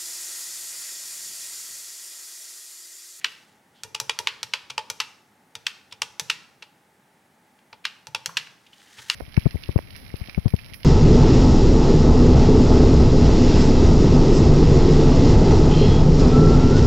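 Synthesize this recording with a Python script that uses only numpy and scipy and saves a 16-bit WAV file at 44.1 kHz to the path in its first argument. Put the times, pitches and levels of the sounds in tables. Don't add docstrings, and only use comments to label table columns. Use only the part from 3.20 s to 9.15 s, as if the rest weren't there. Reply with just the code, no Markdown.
import sys
import numpy as np
from scipy import signal
from scipy.fft import rfft, irfft, next_fast_len
from scipy.io import wavfile
from scipy.ndimage import uniform_filter1d

SR = 44100
rng = np.random.default_rng(int(sys.argv[2]) if len(sys.argv) > 2 else 0)


def wav_out(sig):
    wavfile.write(sys.argv[1], SR, np.round(np.clip(np.atleast_2d(sig).T, -1, 1) * 32767).astype(np.int16))


N = 262306

# [t/s, click level/dB before gain_db,
# case knock level/dB re click, edge level/dB re click, chatter/s before span]
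RELEASE_EVENTS = [(0.0443, -22.5, -24, -12.5, .003), (1.072, -22.3, -14, -14.5, .0018),
                  (1.3359, -24, -15.5, -13.5, .003), (1.8014, -25, -14, -9, .0038),
                  (2.4664, -24.7, -25, -11.5, .0034), (3.0988, -21.8, -22.5, -11.5, .0043),
                  (3.4234, -42.5, -14, -13.5, .0054), (4.6522, -26, -22, -15, .0028),
                  (5.1698, -22.5, -21.5, -11, .0052), (5.899, -21.5, -23.5, -12, .0016)]
# [f/Hz, level/dB relative]
RELEASE_SPECTRUM = [(150, -41), (350, -38), (750, -27.5), (1000, -5), (1450, -7.5), (2100, -6),
                    (2700, -1.5), (3800, -5.5), (5200, -8), (7000, -15.5), (10000, -25.5), (12300, -28.5),
                    (15500, -39.5)]


def releases():
    return keys(RELEASE_EVENTS, RELEASE_SPECTRUM, cap_hz=2780, cap_width=.08, cap_db=3.5, gain_db=0.74,
                tick_db=-9, rebound_db=1.5, rise=.5, span=1.294, buzz_db=-10, buzz_t60_s=0.11,
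                ring_db=-12, wet_db=-12.5, early_db=-14.5)


# [t/s, click level/dB before gain_db, case knock level/dB re click,
# edge level/dB re click, chatter/s before span, thud level/dB, bottoming knock level/dB before doubling]
NAIL_EVENTS = [(0.6349, -38.5, -16, 1, .0036, -47.5, -43.5), (0.8008, -31, -10, 1.8, .001, -46, -41.5),
               (0.9894, -28.5, -9.5, -3, .0007, -48, -40), (1.2305, -30, -14, -5, .0022, -50, -50),
               (1.7008, -32, -8, .6, .0041, -49, -55), (2.3533, -36.5, -13.5, -6.3, .0021, -51, -53),
               (2.9968, -29.5, -11.4, 0, .0048, -42, -46.5), (4.87, -43.5, -4.5, -2, .0018, -45, -55),
               (5.0599, -29.5, -17, -.7, .0013, -42.5, -50.5)]
# [f/Hz, level/dB relative]
NAIL_SPECTRUM = [(150, -37), (350, -19.5), (800, -12.5), (1400, -5.5), (2000, -8), (2800, -3.5),
                 (4800, -3.5), (6000, 0), (7500, -2.5), (8800, -7.5), (12300, -11), (15500, -27.5)]


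def nail_taps():
    return keys(NAIL_EVENTS, NAIL_SPECTRUM, cap_hz=5900, cap_width=.07, cap_db=6, gain_db=-1.28,
                tick_db=6, rebound_db=-2.5, rise=0.53, span=0.78, buzz_db=3, buzz_t60_s=.026,
                ring_db=-14, wet_db=-13.0, early_db=-15)


# [t/s, click level/dB, case knock level/dB, edge level/dB, chatter/s, thud level/dB, bottoming knock level/dB]
PAD_EVENTS = [(0.7464, -30, -12.5, -7.5, .0054, -60, -60), (0.8945, -23.5, -9, -10, .0035, -60, -60),
              (1.4995, -36, -12, -6.2, .0073, -50.5, -49.5), (1.5787, -26.5, -1.7, -11.5, .0026, -58, -54),
              (2.7229, -41.5, -11.5, -9, .0056, -54.5, -57.5), (2.8181, -25.5, -11, -4.5, .004, -53.5, -60),
              (4.528, -46, -1.5, -17, .0043, -60, -60), (4.9475, -27, -8, -10, .0027, -58, -58),
              (5.781, -43.5, -12, -13, .015, -50, -49)]
# [f/Hz, level/dB relative]
PAD_SPECTRUM = [(150, -37), (350, -29), (750, -10), (1150, -2), (1750, -10), (2200, -4.5), (2550, -0.5),
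                (4000, -6), (5500, -6), (7000, -14), (10500, -23), (15500, -38)]


def pad_presses():
    return keys(PAD_EVENTS, PAD_SPECTRUM, cap_hz=3150, cap_width=.15, cap_db=4, gain_db=-0.62,
                tick_db=-18.5, rebound_db=-4, rise=0.75, span=1.05, buzz_db=-16.5, buzz_t60_s=0.15,
                ring_db=-7, wet_db=-14.5, early_db=-12.5)


def keys(events, colour, cap_hz, cap_width, cap_db, gain_db, tick_db, rebound_db, rise, span,
         buzz_db, buzz_t60_s, ring_db, wet_db, early_db, size=8192):
    out, t = np.zeros((2, N)), np.arange(size) / SR
    tick = unit(1. * (t == 0))
    for s, click_db, knock_db, edge_db, chatter_s, *_ in events:
        u = t / (span * chatter_s)
        rebound_s = .0011 * np.exp(0.19 * rng.standard_normal())
        rebound = np.roll(tick, round(SR * rebound_s))
        chatter = unit(rng.standard_normal(size) * (1 - np.exp(-u / rise)) * np.exp(-u ** 3))
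        buzz = unit(rng.standard_normal(size) * (1 - np.exp(-u)) * amp(-60 * t / buzz_t60_s))
        ring = amp(ring_db) * unit(case_ring(t))
        own_hz = cap_hz * np.exp(.02 * rng.standard_normal())

        def cap(hz):
            return along(colour, hz) + cap_db / (1 + ((hz / own_hz - 1) / cap_width) ** 2)

        def sound(blow):
            body = unit(coloured(blow, cap)) + ring
            return voiced(body, click_db + gain_db, knock_db, edge_db)

        ticks = amp(tick_db) * (tick - amp(rebound_db) * rebound)
        direct = sound(chatter + ticks + amp(buzz_db) * buzz)
        radiated = sound(tick + .35 * chatter)
        add(out, s, room(direct, radiated, wet_db, early_db))
    return out


def voiced(x, click_db, knock_db, edge_db):
    power = 2 * abs(rfft(x)) ** 2 / (len(x) * SR * .02)
    hz = np.fft.rfftfreq(len(x), 1 / SR)

    def level_db(lo_hz, hi_hz):
        return 10 * np.log10(power[(hz > lo_hz) & (hz < hi_hz)].sum())

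    low_db = knock_db - level_db(350, 1100)
    mid_db = -level_db(1200, 5000)
    high_db = edge_db - level_db(5500, 15000)
    weights = [(900, low_db), (1400, mid_db), (4500, mid_db), (6000, high_db)]
    return coloured(x, lambda f: click_db + along(weights, f))


# [f/Hz, level/dB relative, t60/s]
CASE_MODES = [(449, -11.5, 0.087), (525.6, -8.5, 0.049), (615, -22, 0.15), (874.6, 0.5, 0.068),
              (955, -1.5, 0.068), (1166, -13.5, .025), (1435, -7, 0.046), (1840, -4.5, .04),
              (2390, -8.5, 0.099), (2674, -11.5, .05), (2780, -11.5, 0.085), (3364, -5.5, 0.071),
              (3818, -9, 0.063), (4650, -14.5, 0.11), (4873, -19.5, 0.019), (5440, -3.5, .03)]


def case_ring(t):
    hz, db, t60_s = np.transpose(CASE_MODES)[:, :, None]
    strength, detune, phase = rng.standard_normal((3, len(CASE_MODES), 1))
    db = db + 2 * strength
    hz = hz * (1 + .004 * detune)
    modes = amp(db - 60 * t / t60_s) * np.sin(2 * np.pi * hz * t + np.pi * phase)
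    return modes.sum(0) * (1 - np.exp(-t / 0.0018))


USUAL_THUD_DB, TRAVEL_S, THUD_HZ = -48, .0095, 114
SINK_S_PER_DB, STIFFEN_HZ_PER_DB = .0013, 5
LANDING_DB = -54


def thuds(swell_s=0.008, squash_db=-3, landing_s=.004, size=8192):
    out, t = np.zeros((2, N)), np.arange(size) / SR
    knock_spectrum = [(100, -5), (400, 4.5), (1000, -6), (3000, -6.5), (9000, -22)]
    for s, *_, thud_db, knock_db in NAIL_EVENTS + PAD_EVENTS:
        heavy_db = max(thud_db - USUAL_THUD_DB, 0)
        table = np.sin(2 * np.pi * (THUD_HZ + STIFFEN_HZ_PER_DB * heavy_db) * t)
        squash = unit(rng.standard_normal(size) * swell(t, .004))
        blow = unit(case_ring(t)) + amp(squash_db) * squash
        knock = coloured(blow, lambda hz: along(knock_spectrum, hz))
        rock = amp(thud_db) * swell(t, swell_s) * table
        push = rock + 2 * amp(knock_db) * knock / abs(knock).max()
        add(out, s, amp(LANDING_DB) * swell(t, landing_s) * table)
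        bottom_s = s + TRAVEL_S + SINK_S_PER_DB * heavy_db
        add(out, bottom_s, room(push, push, wet_db=-3.5, early_db=-13, wide_db=-3.5))
    return filtered(out, lambda hz: amp(along([(30, -10), (60, -2), (95, 0)], hz)))


# [t/s, level/dB, centre f/Hz, swell/s]
SMALL_CONTACTS = [(0.01, -49, 2200, .0065), (0.535, -61, 3330, .04), (1.084, -30, 2700, .0015),
                  (2.709, -51, 3470, .006), (4.388, -56, 2800, .0024), (4.64, -42, 2600, .006),
                  (5.09, -38, 1090, .004), (5.27, -40, 2220, .0022)]
PRE_LEAD_S, PRE_DB, PRE_HZ, PRE_SWELL_S = .014, -30, 2800, .007


def small_contacts():
    pre_swells = [(s - PRE_LEAD_S, click_db + PRE_DB, PRE_HZ, PRE_SWELL_S)
                  for s, click_db, *_ in RELEASE_EVENTS]
    return scuffs(SMALL_CONTACTS + pre_swells)


def scuffs(events, size=8192):
    out, t = np.zeros((2, N)), np.arange(size) / SR
    octaves, band_db = [-2, -.4, 0, .4, 1, 2], [-28, -10, 0, -10, -18, -36]
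    for s, db, centre_hz, swell_s in events:
        graze = coloured(rng.standard_normal(size),
                         lambda hz: np.interp(np.log2((hz + 1) / centre_hz), octaves, band_db))
        scuff = amp(db) * swell(t, swell_s) * unit(graze)
        add(out, s, room(scuff, scuff, wet_db=-6, early_db=-15.5))
    return out


# [t/s, level/dB before grain and catch]
SLIDE_CURVES = [
    [(0, -60), (0.12, -54), (0.4, -73)],
    [(5.36, -73.5), (5.53, -62.5), (5.64, -56), (5.88, -49), (5.95, -39.5)],
]
# [f/Hz, level/dB per Hz, relative]
PAPER_SPECTRUM = [(700, -21.5), (1400, -6.5), (1900, -0.5), (2400, -9.5), (3200, -4.5), (4500, -7.5),
                  (6500, -9), (10000, -16), (16000, -26)]


def paper(grain_db=2.1):
    t = np.arange(N) / SR
    level = sum(amp(np.interp(t, *np.transpose(slide), left=-120, right=-120)) for slide in SLIDE_CURVES)
    grain = unit(uniform_filter1d(rng.standard_normal(N), size=200))
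    catch_db = 1.3 * unit(uniform_filter1d(rng.standard_normal(N), size=900))
    return level * amp(grain_db * grain + catch_db) * noise(PAPER_SPECTRUM)


SNAG_FROM_S, SNAG_EVERY_S, SNAG_DB, SNAG_HZ, SNAG_SWELL_S = 5.465, .065, -53.5, 3000, .005


def snags(count=4):
    events = []
    for k, (late, hard) in enumerate(rng.standard_normal((count, 2))):
        s = SNAG_FROM_S + SNAG_EVERY_S * (k + .2 * late)
        events.append((s, SNAG_DB + 2 * hard, SNAG_HZ, SNAG_SWELL_S))
    return scuffs(events)


# [f/Hz, t60/s]
TAIL_T60 = [(150, 1.06), (1000, 0.69), (3000, 0.4544), (6000, 0.5554), (14000, 0.35)]
# [f/Hz, level/dB relative]
TAIL_SPECTRUM = [(150, -4), (700, -0.5), (950, -3.5), (1400, -2), (3000, -3.5), (7000, -4.5), (14000, 1.5)]


def room(direct, radiated, wet_db, early_db, wide_db=-9.5):
    hz, t, z = signal.stft(rng.standard_normal((2, SR // 2)), SR, nperseg=256)
    decay_db = along(TAIL_SPECTRUM, hz)[:, None] - 60 * t / along(TAIL_T60, hz)[:, None]
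    tail = signal.istft(z * amp(decay_db), SR, nperseg=256)[1]
    t = np.arange(tail.shape[1]) / SR
    tail = tail * (1 - np.exp(-(t / 0.0039) ** 2))
    early = rng.standard_normal(tail.shape) * np.exp(-((t - .012) / 0.009) ** 2)
    answer = amp(wet_db) * tail / np.linalg.norm(tail[0])
    answer = answer + amp(early_db) * early / np.linalg.norm(early[0])
    mid, side = signal.fftconvolve(radiated[None], answer, axes=1) * amp([[0], [wide_db]])
    add(mid, 0, direct)
    return np.array([mid + side, mid - side])


# [f/Hz, level/dB per Hz, relative]
AIR_MID_SPECTRUM = [(22, -44), (38, -21), (50, -24.5), (80, -5), (120, -2.5), (200, 3), (310, -1.5),
                    (500, -5), (700, -5), (850, 2), (1000, -9), (1900, -7.5), (2700, -15), (5000, -20),
                    (9500, -20), (16000, -26.5)]
# [f/Hz, level/dB per Hz, relative]
AIR_SIDE_SPECTRUM = [(22, -31.5), (50, -20), (120, -18.5), (280, -37), (900, 8.5), (3000, -1),
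                     (15000, -39.5)]


def room_air(mid_db=-61.2, side_db=-73):
    mid, side = amp(mid_db) * noise(AIR_MID_SPECTRUM), amp(side_db) * noise(AIR_SIDE_SPECTRUM)
    return np.array([mid + side, mid - side])


def amp(db):
    return 10 ** (np.asarray(db) / 20)


def unit(x):
    return x / np.sqrt(np.mean(x ** 2) + 1e-20)


def along(points, hz):
    f, v = np.transpose(points)
    return np.interp(np.log(hz + 1), np.log(f + 1), v)


def swell(t, top_s):
    return (t / top_s) ** 2 * np.exp(2 * (1 - t / top_s))


def coloured(x, colour):
    c = irfft(np.log(amp(colour(np.fft.rfftfreq(len(x), 1 / SR)))))
    c[1:len(c) // 2] *= 2
    c[len(c) // 2 + 1:] = 0
    return irfft(rfft(x) * np.exp(rfft(c)))


def filtered(x, response):
    m = next_fast_len(N + SR // 2)
    return irfft(rfft(x, m) * response(np.fft.rfftfreq(m, 1 / SR)), m)[..., :N]


def noise(spectrum):
    return unit(filtered(rng.standard_normal(N), lambda hz: amp(along(spectrum, hz))))


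def add(track, s, sound):
    part = track[..., max(round(s * SR), 0):][..., :sound.shape[-1]]
    part += sound[..., :part.shape[-1]]


def scene():
    contacts = releases() + nail_taps() + pad_presses()
    return contacts + thuds() + small_contacts() + paper() + snags() + room_air()


TOP_HZ = 16000


def record(dry):
    return filtered(dry, lambda hz: hz < TOP_HZ)


dry = scene()
out = record(dry)
wav_out(out)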